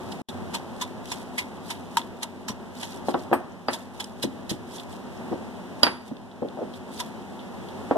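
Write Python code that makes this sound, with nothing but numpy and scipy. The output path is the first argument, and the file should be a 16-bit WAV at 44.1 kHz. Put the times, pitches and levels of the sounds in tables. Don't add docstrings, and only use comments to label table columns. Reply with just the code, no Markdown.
import sys
import numpy as np
from scipy import signal
from scipy.fft import rfft, irfft, next_fast_len
from scipy.io import wavfile
from scipy.ndimage import uniform_filter1d, minimum_filter1d, map_coordinates

SR = 44100
rng = np.random.default_rng(int(sys.argv[2]) if len(sys.argv) > 2 else 0)


def generate_wav(sig):
    pcm = np.round(np.clip(np.atleast_2d(sig).T, -1, 1) * 32767).astype(np.int16)
    wavfile.write(sys.argv[1], SR, pcm)


N = 351477

# t/s, crunch/dB, rise/s, length/s, first bite/dB,
# bowl's hollow f/Hz, hollow/dB, squelch f/Hz, squelch/dB, rustle/dB
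STROKES = [(0.117, -41, 0.0031, 0.016, -10.5, 840, -23, 3440, -10, -50.5),
           (0.281, -34.5, 0.0049, 0.014, 9, 900, 3, 3460, 9, -52),
           (0.545, -29.5, 0.0055, 0.019, 1, 955, 15, 2420, -10, -53),
           (0.816, -26.5, 0.0048, 0.016, 4.5, 980, 12.5, 3570, 5, -51),
           (1.118, -30, 0.002, 0.014, -13, 864, 18.5, 2470, -67, -40),
           (1.382, -26.5, 0.0032, 0.021, -36, 996, 10.5, 2140, 13, -47.5),
           (1.703, -31, 0.0035, 0.021, 6.5, 883, 18, 1910, -53, -43.5),
           (1.9702, -28, .001, 0.021, 11.5, 935, 16.5, 3400, -24, -46.5),
           (2.231, -26.5, 0.0068, 0.012, 9, 924, 15, 3600, -1, -50),
           (2.484, -27, 0.0027, 0.02, 7, 1027, 11.5, 5660, 11, -64),
           (2.832, -35.5, 0.0051, 0.0099, 2.5, 930, 21.5, 3080, 5, -39),
           (3.733, -25, 0.0036, 0.018, -16, 920, 10.5, 3500, -4, -41),
           (3.999, -28, 0.0013, 0.015, -9, 830, 14.5, 3270, 5, -45.5),
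           (4.042, -35, 0.00071, 0.0033, -39, 890, -29, 8400, 17, -48.5),
           (4.229, -21.5, 0.0035, 0.015, -7, 950, 1, 3960, 5, -51),
           (4.495, -26.5, 0.0014, 0.027, -19, 920, -12, 4000, -9, -65),
           (5.83, -43, 0.0035, 0.098, 0, 926, 28.5, 3800, -8, -52),
           (7, -27, 0.0042, 0.014, -3, 970, 14.5, 3350, 0, -43.5)]
# f/Hz, level/dB
LEAF_TONE = [(300, -27), (750, -12.5), (1400, -7.5), (2000, 2.5), (2700, 0.5), (3400, 4.5), (4500, 0),
             (6500, -3), (10000, -4), (14500, -13)]
# f/Hz, level/dB
KNOCK_TONE = [(40, -35), (120, -3), (250, 14), (500, 15), (1000, 11), (1700, 9), (2400, 11), (3500, -0.5),
              (5000, 4.5), (6200, -3), (14000, 0)]
SPLIT = np.array([[.5], [-.5]])


def crushes(lead_s=0.022, bite_s=0.0013, hollow_boost_db=15, trim_db=-1):
    out, t = np.zeros((2, N)), clock(SR // 4) - lead_s
    for s, db, rise, length, bite_db, hollow_hz, hollow_db, squelch_hz, squelch_db, _ in STROKES:
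        force = np.exp(np.minimum(t, 0) / rise) * fade(np.maximum(t - .36 * length, 0), 5.2 * length)
        bite = amp(bite_db) * np.exp(-(t / bite_s - 1) ** 2)
        snaps = grit(len(t), spiky_db=3.6)
        crunch = coloured(snaps * np.hypot(force, bite), LEAF_TONE) / np.std(coloured(snaps, LEAF_TONE))
        treble_db = 0.31 * (db + 13)
        crunch = filtered(crunch, lambda hz: amp(treble_db * hz ** 2 / (hz ** 2 + 9000 ** 2)))
        squelch = amp(squelch_db) * cavity(crunch, squelch_hz, width_hz=210) + bubbles(force, count=16)
        hollow = amp(hollow_db + hollow_boost_db) * cavity(crunch, hollow_hz, width_hz=58.4)
        add(out, s - lead_s, amp(db + trim_db) * (crunch + squelch + hollow))
    return out


def rustle(early_s=0.0067, snaps_per_s=320):
    # t/s, level/dB, half length/s
    slides = [(0.016, -53, 0.092), (1.204, -49.5, 0.054), (2.784, -43, .035), (2.931, -44.5, 0.06),
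              (3.086, -42, 0.035), (3.207, -49, 0.052), (4.755, -42, 0.071), (4.928, -47, 0.045),
              (6.078, -45.5, 0.034), (6.758, -47.5, 0.027), (6.94, -46, 0.045), (7.698, -59, 0.49)]
    t = clock(N)
    swell = lambda s, half: np.exp(-np.minimum(np.abs(t - s) / half, 10) ** 2)
    power = amp(-63 + 2 * wobble(21)) ** 2
    for s, *_, db in STROKES:
        brush = np.where(t < s, swell(s - early_s, half=0.052), fade(np.abs(t - s), t60=0.54))
        power += (amp(db) * brush) ** 2
    for s, db, half in slides:
        power += (amp(db) * swell(s, half)) ** 2
    force = np.sqrt(power) * amp(1.6 * wobble(50))
    stalks = (rng.random(N) < snaps_per_s / SR) * rng.normal(0, 6, (2, N))
    crackle = force * unit(coloured(grit(N, spiky_db=-6) + stalks, LEAF_TONE))
    return .85 * (crackle + bubbles(force, count=750))


def bubbles(force, count, low_hz=2800, high_hz=11000, t60_cycles=75):
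    moment, pitch, size, phase = rng.random((count, 4)).T[..., None]
    start = np.searchsorted(np.cumsum(force ** 2) / np.sum(force ** 2), moment)
    age, hz = clock(SR // 40), low_hz * (high_hz / low_hz) ** pitch
    envelope = amp(14 * (size - .5)) * force[start] * fade(age, t60_cycles / hz)
    at = (start + np.arange(len(age))).ravel()
    pings = [envelope * np.sin(2 * np.pi * (hz * age + channel * phase)) for channel in range(2)]
    return np.array([np.bincount(at, ping.ravel(), len(force))[:len(force)] for ping in pings])


def pops(boost_db=4):
    # t/s, level/dB, f/Hz, t60/s
    pockets = [(1.75, -45, 3310, 0.072), (2.0158, -34, 3520, 0.034), (3.14, -27.5, 3220, 0.022),
               (3.193, -41, 4750, 0.05), (3.521, -46, 6200, 0.018), (4.2265, -36, 3400, 0.0092),
               (4.783, -33, 3650, .025), (4.7975, -34, 3340, 0.047), (5.175, -43, 5800, 0.0082),
               (5.339, -46, 4700, 0.013), (6.168, -31, 3450, 0.013), (6.313, -42, 3500, 0.043),
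               (6.486, -33, 3350, 0.017), (6.737, -39, 3540, .07), (7.392, -46, 3300, 0.19),
               (7.6858, -45, 3600, 0.057)]
    out, t = np.zeros((2, N)), clock(SR // 12)
    for s, db, hz, t60 in pockets:
        splash = unit(coloured(grit(len(t), spiky_db=0.5), LEAF_TONE))
        pocket = unit(cavity(cavity(splash, hz, width_hz=1800), hz, width_hz=1800))
        add(out, s, amp(db + boost_db) * fade(t, t60) * (.7 * pocket + .12 * splash))
    return out


def cavity(x, centre_hz, width_hz):
    return filtered(x, lambda hz: 1j * hz * width_hz / (centre_hz ** 2 - hz ** 2 + 1j * hz * width_hz))


def bowl_echoes(x, skew=0.067):
    # path/m, level/dB
    bounces = [(0.622, -29), (1.051, -7.5)]
    stretch = 1 + skew * SPLIT
    echo = lambda hz, path: np.exp(-2j * np.pi * hz * stretch * path / 343)
    return filtered(x, lambda hz: 1 + sum(amp(db) * echo(hz, path) for path, db in bounces))


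def thuds():
    # t/s, level/dB, contact/ms
    blows = [(2.498, -24, 4.4), (3.085, -17, 0.7), (3.144, -15, 0.56), (3.315, -16, 0.92),
             (3.3294, -9.5, 0.4), (3.685, -13, 0.31), (4.240, -16, 2), (4.514, -19.5, 3.7),
             (5.321, -23.5, 1.24), (5.329, -26.5, 0.93), (5.8326, -12.5, 0.14), (5.867, -15, 0.22),
             (6.114, -20.5, 2.7), (6.422, -19, 1.84), (6.573, -32, 0.79), (6.629, -24.5, 0.96),
             (7.911, -15, 0.63)]
    # f/Hz, level/dB, t60/s
    body_modes = [(256.3, 5.5, 0.17), (276.6, 10.5, 0.098), (359.3, 4, 0.27), (543, 0, 0.25),
                  (623.4, -0.5, 0.31), (819, 5.5, 0.078), (875, -8, 0.35), (971, 9.5, 0.083),
                  (1140, -10, 0.23), (1325, -8, 0.21), (1540, -11, 0.37), (1820, -9, 0.32),
                  (3245, 9, 0.034), (4070, 10.5, 0.042)]
    out, t = np.zeros((2, N)), clock(SR // 2)
    for s, db, contact_ms in blows:
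        echoes = rng.standard_normal((2, len(t)))
        lows = filtered(echoes, lambda hz: 1 / (1 + (hz / 2200) ** 4))
        push = amp(-19) * (lows * fade(t, t60=0.096) + (echoes - lows) * fade(t, t60=0.16))
        push[:, 0] += 1
        body = amp(-35) * ring(body_modes, t, spread_rad=0.99)
        knock = cushioned(coloured(push, KNOCK_TONE) + body, contact_ms)
        add(out, s, amp(db) * unit_over(knock, seconds=0.01))
    return out


def cushioned(x, contact_ms, damping=0.95, low_hz=70):
    swing_hz = 1000 / (2 * contact_ms)
    radiated = lambda hz: 1j * hz / (low_hz + 1j * hz)
    spring = lambda hz: 1 / (1 - (hz / swing_hz) ** 2 + 1j * damping * hz / swing_hz)
    return filtered(x, lambda hz: radiated(hz) * spring(hz))


def clinks():
    # t/s, pestle ring/dB, bowl ring/dB, crack/dB, attack/s
    hits = [(3.330, -40, -27.5, -28, .004), (3.683, -24, -64, -26, .0006), (5.8325, -7, -44, -8, .0001),
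            (5.867, -27, -60, -25, .0003)]
    # f/Hz, level/dB, t60/s
    pestle_modes = [(4790, 3, .055), (4786, -18.5, .34), (4815, -24, .16), (4960, -6, .035),
                    (10060, -27, .38), (10020, -31, .2), (10200, -30, .14)]
    bowl_modes = [(5130, -14, .06), (5652, -15, .07), (6804, -16, .07), (7305, -17, .08), (7849, -13, .085),
                  (8240, -7, .08), (8340, -8, .14), (9329, -9, .17), (9733, -15, .06), (11120, -19, .14),
                  (12180, -3, .11), (12330, -8, .09), (12640, -13, .11)]
    # f/Hz, level/dB
    crack_tone = [(1200, -15), (2000, -1), (3400, 4), (4900, -3), (6000, -17), (12000, -15),
                  (14500, -24)]
    out, t = np.zeros((2, N)), clock(SR // 2)
    for s, pestle_db, bowl_db, crack_db, attack in hits:
        noise = unit(coloured(rng.standard_normal((2, len(t))), crack_tone))
        crack = amp(crack_db) * fade(t, t60=.024) * noise
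        pestle = amp(pestle_db) * ring(pestle_modes, t, spread_rad=-2)
        bowl = amp(bowl_db) * ring(bowl_modes, t, spread_rad=1.5)
        add(out, s, (1 - np.exp(-t / attack)) * (crack + pestle + bowl))
    return out


def grinding(bleed=0.21):
    # t/s, level/dB, length/s, contact of each slip/ms
    rubs = [(5.308, -30.5, 0.028, 1.64), (6.418, -24.5, 0.02, 0.89), (6.441, -27, 0.021, 0.91),
            (6.565, -33, 0.053, 0.81), (6.606, -27, 0.031, 1.07), (7.799, -42.5, 0.023, 1.3),
            (7.949, -20.5, 0.038, 0.79)]
    out, t = np.zeros((2, N)), clock(SR // 4)
    for s, db, length, contact_ms in rubs:
        slips = grit(len(t), spiky_db=2.2)
        slips = slips + bleed * slips[::-1]
        pressure = np.sin(np.pi * np.minimum(t / length, 1))
        grumble = cushioned(coloured(slips * pressure, KNOCK_TONE), contact_ms, damping=0.23)
        add(out, s, amp(db) * unit_over(grumble, length))
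    return out


def kitchen(x):
    # f/Hz, t60/s
    decay = [(150, 0.71), (500, 0.45), (2000, 0.61), (6000, 0.45), (14000, 0.88)]
    hz, t, bands = signal.stft(rng.standard_normal((2, SR // 2)), SR, nperseg=256)
    tail = signal.istft(bands * fade(t, along(decay, hz)[:, None]), SR, nperseg=256)[1]
    return signal.fftconvolve(x, tail / np.linalg.norm(tail[0]), axes=1)[:, :N]


def fan(sway_db=0.7, hum_trim_db=-5, drift_rad=0.69):
    # f/Hz, level/dB
    rush_tone = [(25, -36), (50, -11.5), (70, -12.5), (95, 0.5), (135, -11), (190, 0), (250, 0.5),
                 (310, -8.5), (365, -3), (450, -8), (900, -8.5), (1300, -19), (2000, -23.5), (3300, -25.5)]
    hiss_tone = [(1500, -2.5), (3200, -7), (4500, -13), (7000, -15.5), (10000, -18.5), (14500, -27.5)]
    partials = [(91.5, -50.5), (247.6, -45.5), (355.3, -51.5)]
    noise = lambda response: unit(filtered(rng.standard_normal((2, N)), response))
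    rush = noise(lambda hz: amp(along(rush_tone, hz)) / (1 + (hz / 3400) ** 4))
    hiss = noise(lambda hz: amp(along(hiss_tone, hz)))
    motor = lambda hz: np.sqrt(2) * np.sin(2 * np.pi * hz * clock(N) + drift_rad * wobble(7))
    hum = sum(amp(db + hum_trim_db) * motor(hz) for hz, db in partials)
    return amp(-36.5) * (amp(sway_db * wobble(15)) * rush + amp(-12.5) * hiss) + hum


def ring(modes, t, spread_rad):
    phase = spread_rad * SPLIT
    return sum(amp(db + rng.standard_normal()) * fade(t, t60) * np.sin(2 * np.pi * hz * t + phase)
               for hz, db, t60 in modes)


def grit(size, spiky_db):
    sizes = np.repeat(amp(spiky_db * rng.standard_normal(size // 32 + 1)), 32)[:size]
    return unit(rng.standard_normal((2, size)) * sizes)


def wobble(rate):
    return map_coordinates(rng.standard_normal(N // 100), [clock(N) * rate], mode="mirror")


def filtered(x, response):
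    size = x.shape[-1]
    padded = next_fast_len(size + SR // 4)
    return irfft(rfft(x, padded) * response(np.fft.rfftfreq(padded, 1 / SR)), padded)[..., :size]


def coloured(x, tone, size=2048):
    cepstrum = irfft(np.log(amp(along(tone, np.fft.rfftfreq(size, 1 / SR)))))
    cepstrum[1:size // 2] *= 2
    cepstrum[size // 2 + 1:] = 0
    impulse = irfft(np.exp(rfft(cepstrum)))
    return signal.fftconvolve(x, impulse[None], axes=1)[:, :x.shape[1]]


def along(points, hz):
    freqs, values = np.transpose(points)
    return np.interp(np.log(hz + 1), np.log(freqs), values)


def add(track, s, sound):
    part = track[:, max(round(s * SR), 0):][:, :sound.shape[1]]
    part += sound[:, :part.shape[1]]


def unit_over(x, seconds):
    return x / np.sqrt(np.sum(x ** 2) / (2 * SR * seconds))


def unit(x):
    return x / np.sqrt(np.mean(x ** 2) + 1e-20)


def amp(db):
    return 10 ** (np.asarray(db) / 20)


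def fade(t, t60):
    return np.exp(-np.log(1000) * t / t60)


def clock(size):
    return np.arange(size) / SR


def stereo_image(x, null_hz=2275):
    # f/Hz, share
    crossfeed = [(450, 0.018), (750, 0.94), (1100, 0.5), (1700, 1), (2270, 1), (3400, 0.72), (4550, 0.36),
                 (5700, 0.07), (7000, 0.11), (12000, 0.014)]
    # f/Hz, side over mid/dB
    width = [(60, 18), (200, -6), (450, -1.5), (750, -10), (1120, -7), (1600, 1), (14000, -0.5)]
    # f/Hz, left over right/dB
    lean = [(200, 1), (3000, 0), (5000, -3.5), (9000, -2.5), (14000, -6.5)]
    # f/Hz, left's lead/rad
    lead = [(100, 0.63), (300, 0.19), (450, 0.022), (600, 0.66), (1000, 0.012)]

    def mid_side_gains(hz):
        echo = np.clip(along(crossfeed, hz), 0, .99) * np.exp(-2j * np.pi * hz / null_hz)
        angle = np.arctan(amp(along(width, hz)) * np.abs((1 + echo) / (1 - echo)))
        return np.array([np.cos(angle), np.sin(angle)])

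    mid, side = filtered(np.array([x[0] + x[1], x[0] - x[1]]) / np.sqrt(2), mid_side_gains)
    pan = lambda hz: (amp(along(lean, hz)) * np.exp(1j * along(lead, hz))) ** SPLIT
    return filtered(np.array([mid + side, mid - side]), pan)


def gain_control(x, threshold_db=-28, share=0.3, attack_s=0.091, hold_s=0.47, release_db_per_s=18):
    sidechain = x ** 2 + (1.5 * np.diff(x, prepend=0)) ** 2
    power = np.abs(uniform_filter1d(sidechain.mean(0), size=220))
    wanted_db = share * np.maximum(10 * np.log10(power + 1e-12) - threshold_db, 0)
    window = 2 * int(hold_s * SR / 2) + 1
    held_db = -minimum_filter1d(-wanted_db, window, origin=window // 2)
    climb_db, step = release_db_per_s * clock(N), 1 / (attack_s * SR)
    released_db = np.maximum.accumulate(held_db + climb_db) - climb_db
    cut_db = signal.lfilter([step], [1, step - 1], released_db)
    return np.clip(x * amp(-cut_db), -1, 1)


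def scene():
    leaves = amp(-0.5) * bowl_echoes(crushes() + rustle()) + pops()
    stone = thuds() + clinks() + grinding()
    spill = filtered(amp(-13) * leaves + amp(-7.5) * stone, lambda hz: 1 / (1 + (hz / 2600) ** 2))
    return leaves + stone + kitchen(spill) + fan()


def record(dry):
    t = clock(N)
    gap = (t > 0.220) & (t < 0.286)
    dropout = amp(-48 * uniform_filter1d(gap * 1., size=128))
    ducked = gain_control(stereo_image(dry))
    return filtered(ducked * dropout, lambda hz: 1 / (1 + (hz / 14450) ** 100))


dry = scene()
out = record(dry)
generate_wav(out)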